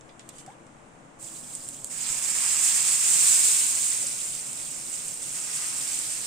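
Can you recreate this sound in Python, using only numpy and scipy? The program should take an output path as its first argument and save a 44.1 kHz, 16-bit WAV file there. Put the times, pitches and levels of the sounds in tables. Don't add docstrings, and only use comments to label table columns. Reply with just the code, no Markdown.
import sys
import numpy as np
from scipy import signal
from scipy.fft import rfft, irfft, next_fast_len
from scipy.io import wavfile
from scipy.ndimage import map_coordinates

SR = 44100
rng = np.random.default_rng(int(sys.argv[2]) if len(sys.argv) > 2 else 0)


def to_wav(s):
    ch = np.atleast_2d(s).T
    pcm = np.round(np.clip(ch, -1, 1) * 32767)
    wavfile.write(sys.argv[1], SR, pcm.astype(np.int16))


N = 276066
BAND_LIMIT_HZ = 15600


def sizzle():
    # frequency in Hz, level in dB.
    fizz_spectrum = [(300, -17), (1200, -16), (2500, -1.5), (4300, -4), (6000, 0), (9000, 1.5), (15500, 2)]
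    boil_spectrum = [(200, -47), (500, -15.5), (900, -2), (1500, 1.5), (2200, 5), (2900, 3), (3700, -7),
                     (5500, 5), (8000, -15), (15000, -17)]
    thin_pitch_ratio = 2.02
    surge_db, surges_per_s = 0.65, 18
    fizz_gain, thick_gain, thin_gain, lean = griddle()
    busy = fizz_gain / fizz_gain.max()
    clicks_per_s = 7000 + 12000 * busy
    pops_per_s = 750 + 3600 * busy ** 2
    fine = grains(clicks_per_s, spread_db=3.5, near_db=-2, room_db=-0.5)
    fine = unit(ports(colour(fine, fizz_spectrum)))
    pops = crackle(pops_per_s, hz=7880, scatter=0.15, swell_s=0.00026, spread_db=7, room_db=-1)
    sputter = crackle(pops_per_s / 3, hz=4400, scatter=0.25, swell_s=0.0004, spread_db=7, room_db=0)
    sputter_gain = amp(-16 + 2 * surge_db * wobble(surges_per_s))
    fizz = amp(-1) * fine + amp(-3) * unit(ports(pops)) + sputter_gain * unit(ports(sputter))
    boil = np.zeros((2, N))
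    for gain, pitch in [(thick_gain, 1), (thin_gain, thin_pitch_ratio)]:
        bubbles = grains(clicks_per_s * 0.4, spread_db=3.5, near_db=1, room_db=0.5)
        boil += gain * unit(ports(colour(bubbles, np.multiply(boil_spectrum, [pitch, 1]))))
    clumps_db = (0.9 - 0.55 * busy) * wobble(45)
    flutter = amp(clumps_db + surge_db * wobble(surges_per_s))
    churn = amp(0.74 * wobble(24.02))
    return (fizz_gain * flutter * fizz + boil * churn) * [lean, 1 / lean]


def griddle():
    # start in seconds, spreading time in seconds, fizz in dB,
    # boil in dB, share of the boil in thin film from 0 to 1, left minus right in dB.
    pours = [(1.188, 0.06, -43.5, -69, 0.4, -1), (1.41, 0.1, -44, -59, 0.4, 1),
             (1.898, 0.018, -37, -45.5, 0.4, -2.5), (1.98, 0.12, -33, -42.5, 0.04, -1.5),
             (2.21, 0.22, -28, -38, 0.17, -1.3), (2.518, 0.28, -26, -36.5, 0.5, -0.5),
             (2.99, 0.24, -21.5, -36.5, 0.25, 0), (3.4, 0.078, -27.5, -58, 0.7, -0.5),
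             (4.55, 0.038, -44, -68, 0.6, -7), (4.83, 0.12, -39, -65, 0.2, -1.5),
             (5.21, 0.41, -33.5, -42, 0.2, 0.2), (5.73, 0.21, -35, -40, 1, -1.8)]
    fizz, thick, thin, weighted_pan = np.zeros((4, N))
    for start, spread_s, fizz_db, boil_db, thin_share, pan_db in pours:
        fizz_power = amp(fizz_db) ** 2 * patch(start, spread_s, fade_db_per_s=19, simmer_db=-21)
        boil_power = amp(boil_db) ** 2 * patch(start, spread_s, fade_db_per_s=13.5, simmer_db=-19)
        fizz += fizz_power
        weighted_pan += pan_db * fizz_power
        thick += (1 - thin_share) * boil_power
        thin += thin_share * boil_power
    lean = amp(weighted_pan / (fizz + 1e-20) / 2)
    return np.sqrt(fizz), np.sqrt(thick), np.sqrt(thin), lean


def patch(start, spread_s, fade_db_per_s, simmer_db, hold_s=0.1):
    age = np.arange(N) / SR - start
    wetted = np.clip(age / spread_s, 0, 1)
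    drying = amp(-fade_db_per_s * np.maximum(age - spread_s - hold_s, 0))
    return wetted * (drying ** 2 + amp(simmer_db) ** 2)


def grains(per_s, spread_db, near_db, room_db):
    onsets = np.flatnonzero(rng.random(N) < per_s / SR)
    size = amp(spread_db * np.minimum(rng.standard_normal(N), 1.7))
    clicks = size * rng.choice([-1, 1], N) / np.sqrt(per_s)
    return spots(onsets, clicks[onsets, None], near_db, room_db, count=4)


def crackle(per_s, hz, scatter, swell_s, spread_db, room_db):
    t = np.arange(SR // 200) / SR
    onsets = np.flatnonzero(rng.random(N) < per_s / SR)
    detune, size = rng.standard_normal((N, 2))[onsets].T[..., None]
    gain = amp(spread_db * np.minimum(size, 1.6)) / np.sqrt(per_s[onsets, None])
    envelope = t / swell_s * np.exp(-t / swell_s)
    rings = envelope * np.sin(2 * np.pi * hz * np.exp(scatter * detune) * t)
    return spots(onsets, gain * rings, near_db=-14, room_db=room_db, count=3)


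def spots(onsets, bursts, near_db, room_db, count, new_spot_s=0.5):
    pair = np.zeros((2, N))
    spot = (onsets / SR / new_spot_s + count * rng.random(N)[onsets]).astype(int)
    for k in np.unique(spot):
        at = onsets[spot == k]
        samples = at[:, None] - at[0] + np.arange(bursts.shape[1])
        track = np.bincount(samples.ravel(), bursts[spot == k].ravel(), at[-1] - at[0] + SR // 8)
        add(pair, at[0] / SR, kitchen(track, near_db, room_db))
    return pair


def spits():
    # start in seconds, peak in dB, narrowness (1 is a bare crack, 2 a muffled pip).
    drops = [(1.5512, -18.5, 1), (1.647, -28, 1.4), (1.688, -21, 0.9), (1.6945, -27, 0.8),
             (1.766, -31.5, 1.5), (1.8444, -17, 0.85), (1.856, -29, 1.4), (1.871, -30, 1.2),
             (2.225, -20, 2), (2.883, -14.5, 2), (3.666, -12.5, 2), (3.933, -16, 2), (4.0667, -19.5, 1.8),
             (4.2603, -21.5, 1.8), (4.322, -22, 1.8), (4.531, -23, 1.8), (4.8983, -23, 1.8),
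             (5.082, -22, 2), (5.2212, -21, 2), (5.2295, -21.5, 2), (5.327, -23, 1.7), (5.5618, -20, 2),
             (5.989, -15.5, 2.2)]
    # frequency in Hz, level in dB.
    crack_spectrum = [(100, -70), (600, -30), (2500, -16), (5000, -10), (8000, 0), (9500, 0), (11500, -4),
                      (15500, -6.5)]
    track = np.zeros((2, N))
    for start, db, narrowness in drops:
        spectrum = np.multiply(crack_spectrum, [1, narrowness])
        add(track, start, amp(db) * snap(spectrum, 12500, t60=0.0065, near_db=-15, room_db=-9))
    return track


def snap(spectrum, cutoff_hz, t60, near_db, room_db):
    t = np.arange(SR // 4) / SR
    envelope = amp(-60 * t / t60) * (1 - np.exp(-t / 0.00014))
    burst = envelope * rng.choice([-1, 1], len(t))
    burst = signal.lfilter(*signal.butter(4, min(cutoff_hz, BAND_LIMIT_HZ), fs=SR), burst)
    pair = ports(kitchen(colour(burst, spectrum), near_db, room_db))
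    return pair / np.abs(pair.mean(axis=0)).max()


def squeak(start=3.3, length_s=0.052, hz=5650, db=-45, waver=0.026):
    pitch_hz = hz * (1 + waver * wobble(500))
    tone = np.sin(2 * np.pi * np.cumsum(pitch_hz) / SR)
    return kitchen(amp(db) * swell(start, length_s) * tone, near_db=-12, room_db=-8)


def ladle():
    # start in seconds, tick peak in dB, ring level in dB,
    # cutoff in Hz (firm contacts are brighter).
    taps = [(0.0098, -38, -90, 7500), (0.092, -46, -70, 4300), (0.1943, -36, -66, 6500),
            (0.207, -44, -77, 9000), (0.29, -29, -68, 15000), (0.2925, -35, -78, 15000),
            (0.384, -33.5, -75, 10000), (0.4626, -39, -75, 12000), (0.667, -48, -86, 8000)]
    # frequency in Hz, level in dB, 60 dB decay time in seconds.
    pot_modes = [(1850, -3, 0.025), (2400, -3, 0.025), (2950, -3, 0.025), (3480, -3, 0.075),
                 (3680, -4, 0.05), (4100, -4, 0.025), (4750, -7, 0.02)]
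    # start in seconds, length in seconds, level in dB.
    strokes = [(0.01, 0.12, -70), (0.17, 0.2, -64), (0.317, 0.14, -52.5), (0.376, 0.042, -59),
               (0.44, 0.12, -61)]
    # frequency in Hz, level in dB.
    tick_spectrum = [(500, -15), (2000, -1), (3500, 1), (5500, 4), (8000, 4), (11000, 7), (15500, -1)]
    scrape_spectrum = [(500, -9), (2000, 4), (3100, 20), (4000, 11), (4650, 16), (5100, 8), (6000, 15),
                       (8400, 10.5), (11000, 12), (15500, 4)]
    detune, rasp_radians = 0.03, 0.14
    t = np.arange(SR // 4) / SR
    ring, ticks = np.zeros(N), np.zeros((2, N))
    for start, _, ring_db, _ in taps:
        for hz, mode_db, t60 in pot_modes:
            phase = 2 * np.pi * hz * (1 + detune * rng.normal()) * t
            phase += rasp_radians * np.cumsum(rng.standard_normal(len(t)))
            envelope = amp(ring_db + mode_db + rng.normal(0, 1.8) - 60 * t / t60)
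            add(ring, start, envelope * np.sin(phase))
    for start, db, _, cutoff_hz in taps:
        add(ticks, start, amp(db) * snap(tick_spectrum, cutoff_hz, t60=0.011, near_db=-8, room_db=-7))
    pressure = sum(amp(db) * swell(start, length_s) for start, length_s, db in strokes)
    slips = grains(3500, spread_db=-4, near_db=5, room_db=2)
    scrape = pressure * unit(ports(colour(slips, scrape_spectrum)))
    return ticks + scrape + kitchen(ring, near_db=12, room_db=16)


def squelch(start=0.31, length_s=0.35, db=-65):
    bubbles = crackle(np.full(N, 260), hz=2100, scatter=0.33, swell_s=0.0008, spread_db=5, room_db=-3)
    return amp(db) * swell(start, length_s) * unit(bubbles)


def gulps():
    # start in seconds, level in dB, starting pitch in Hz, rise in octaves per second,
    # 60 dB decay time in seconds.
    pockets = [(0.478, -38, 715, 11, 0.14), (4.025, -33, 660, 0, 0.014), (4.038, -42.5, 540, 2, 0.1)]
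    track, t = np.zeros(N), np.arange(SR // 8) / SR
    for start, db, hz, rise, t60 in pockets:
        phase = 2 * np.pi * np.cumsum(hz * 2 ** (rise * t)) / SR
        envelope = amp(db - 60 * t / t60) * (1 - np.exp(-t / 0.0011))
        add(track, start, envelope * np.sin(phase))
    return kitchen(track, near_db=-31, room_db=-11)


def stove_knock(start=2.104):
    # frequency in Hz, level in dB, 60 dB decay time in seconds.
    stove_modes = [(45, -43.5, 0.065), (140, -43, 0.045)]
    track, t = np.zeros(N), np.arange(SR // 4) / SR
    for hz, db, t60 in stove_modes:
        add(track, start, amp(db - 60 * t / t60) * np.sin(2 * np.pi * hz * t))
    return track


def fan():
    # frequency in Hz, level in dB.
    whir_spectrum = [(20, -3), (45, -10.5), (75, -10), (112, -6.5), (134, 2.5), (150, -1), (172, -2.5),
                     (198, -6.5), (260, 0), (304, -5), (330, -0.5), (365, -11), (470, -11), (700, -57)]
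    rush_spectrum = [(240, -39), (400, -9), (534, -1.5), (854, -3), (1090, -4.5), (1390, -8), (2510, -15),
                     (4530, -27), (8690, -18.5), (12100, -43), (15000, -68)]
    return amp(-54.5) * airflow(whir_spectrum) + amp(-55.5) * airflow(rush_spectrum)


def airflow(spectrum):
    # frequency in Hz, correlation between the ports (limited to 1 below).
    coherence = [(25, 0.5), (70, 0.3), (140, 1.1), (250, 0.6), (500, 0.67), (900, -0.18), (8000, 0.3)]
    # frequency in Hz, left minus right in dB.
    balance = [(25, 5), (110, 1.5), (380, 6), (700, 4), (1300, 2.5), (2400, 0), (5500, -4), (7500, -13),
               (9200, 5), (12000, 0)]
    size = next_fast_len(N)
    hz = np.fft.rfftfreq(size, 1 / SR)
    common, opposed = rfft(rng.standard_normal((2, size))) * amp(along(spectrum, hz))
    angle = np.arccos(np.clip(along(coherence, hz), -1, 1)) / 2
    mid, side = common * np.cos(angle), opposed * np.sin(angle)
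    lean = amp(along(balance, hz) / 2)
    return unit(irfft([(mid + side) * lean, (mid - side) / lean], size)[:, :N])


def kitchen(x, near_db, room_db, near_t60=0.043):
    # frequency in Hz, reverberation time in seconds.
    reverb_times = [(200, 0.24), (2000, 0.1), (8000, 0.15), (15000, 0.0091)]
    hz, frame_s, noise = signal.stft(rng.standard_normal((2, SR // 4)), SR, nperseg=256)
    decay = amp(-60 * frame_s / along(reverb_times, hz)[:, None])
    tail = signal.istft(noise * decay, SR, nperseg=256)[1]
    t = np.arange(tail.shape[1]) / SR
    near = rng.standard_normal(tail.shape) * amp(-60 * t / near_t60)
    response = sum(amp(db) * echoes / np.linalg.norm(echoes, axis=1, keepdims=True)
                   for db, echoes in [(near_db, near), (room_db, tail)])
    response[:, 0] += 1
    return signal.oaconvolve(x[None], response, axes=1)[:, :len(x)]


def ports(pair):
    # frequency in Hz, left gain in dB, right gain in dB.
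    resonances = [(1000, 2, 0), (4000, -1, 1), (5900, 0, 4.5), (6900, 2.5, 11.5), (7600, 7, 17),
                  (8100, 7.5, 14.5), (8500, 11, 11), (9050, 13.5, 9), (9600, 8, 2), (10400, -3, -4.5),
                  (12000, -6.5, -6), (15500, -6.5, -5.5)]
    hz, left_db, right_db = np.transpose(resonances)
    shared = colour(pair, np.transpose([hz, (left_db + right_db) / 2]))
    lean_points = np.transpose([hz, (left_db - right_db) / 2])
    lean = amp(along(lean_points, np.fft.rfftfreq(256, 1 / SR)))
    kernels = np.roll(irfft([lean, 1 / lean]), 127, axis=1)
    return signal.oaconvolve(shared, kernels, mode="same", axes=1)


def colour(x, spectrum):
    size = 2 ** 13
    cepstrum = irfft(np.log(amp(along(spectrum, np.fft.rfftfreq(size, 1 / SR)))))
    cepstrum[1:size // 2] *= 2
    cepstrum[size // 2 + 1:] = 0
    kernel = irfft(np.exp(rfft(cepstrum)))
    kernel = kernel.reshape((1,) * (x.ndim - 1) + (-1,))
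    return signal.oaconvolve(x, kernel, axes=-1)[..., :x.shape[-1]]


def amp(db):
    return 10 ** (np.asarray(db) / 20)


def unit(pair):
    return pair / np.sqrt(np.mean(pair.mean(axis=0) ** 2) + 1e-20)


def along(points, hz):
    knots_hz, values = np.transpose(points)
    return np.interp(np.log(hz + 1), np.log(knots_hz + 1), values)


def wobble(per_s):
    knots = rng.standard_normal(int(N * per_s / SR) + 4)
    return map_coordinates(knots, [np.arange(N) * per_s / SR])


def swell(start, length_s):
    return np.sin(np.pi * np.clip((np.arange(N) / SR - start) / length_s, 0, 1))


def add(track, start, sound):
    part = track[..., max(round(start * SR), 0):][..., :sound.shape[-1]]
    part += sound[..., :part.shape[-1]]


def scene():
    return sizzle() + spits() + squeak() + ladle() + squelch() + gulps() + stove_knock() + fan()


def record(dry):
    size = next_fast_len(N + SR // 4)
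    passband = np.fft.rfftfreq(size, 1 / SR) < BAND_LIMIT_HZ
    return irfft(rfft(dry, size) * passband, size)[:, :N]


dry = scene()
out = record(dry)
to_wav(out)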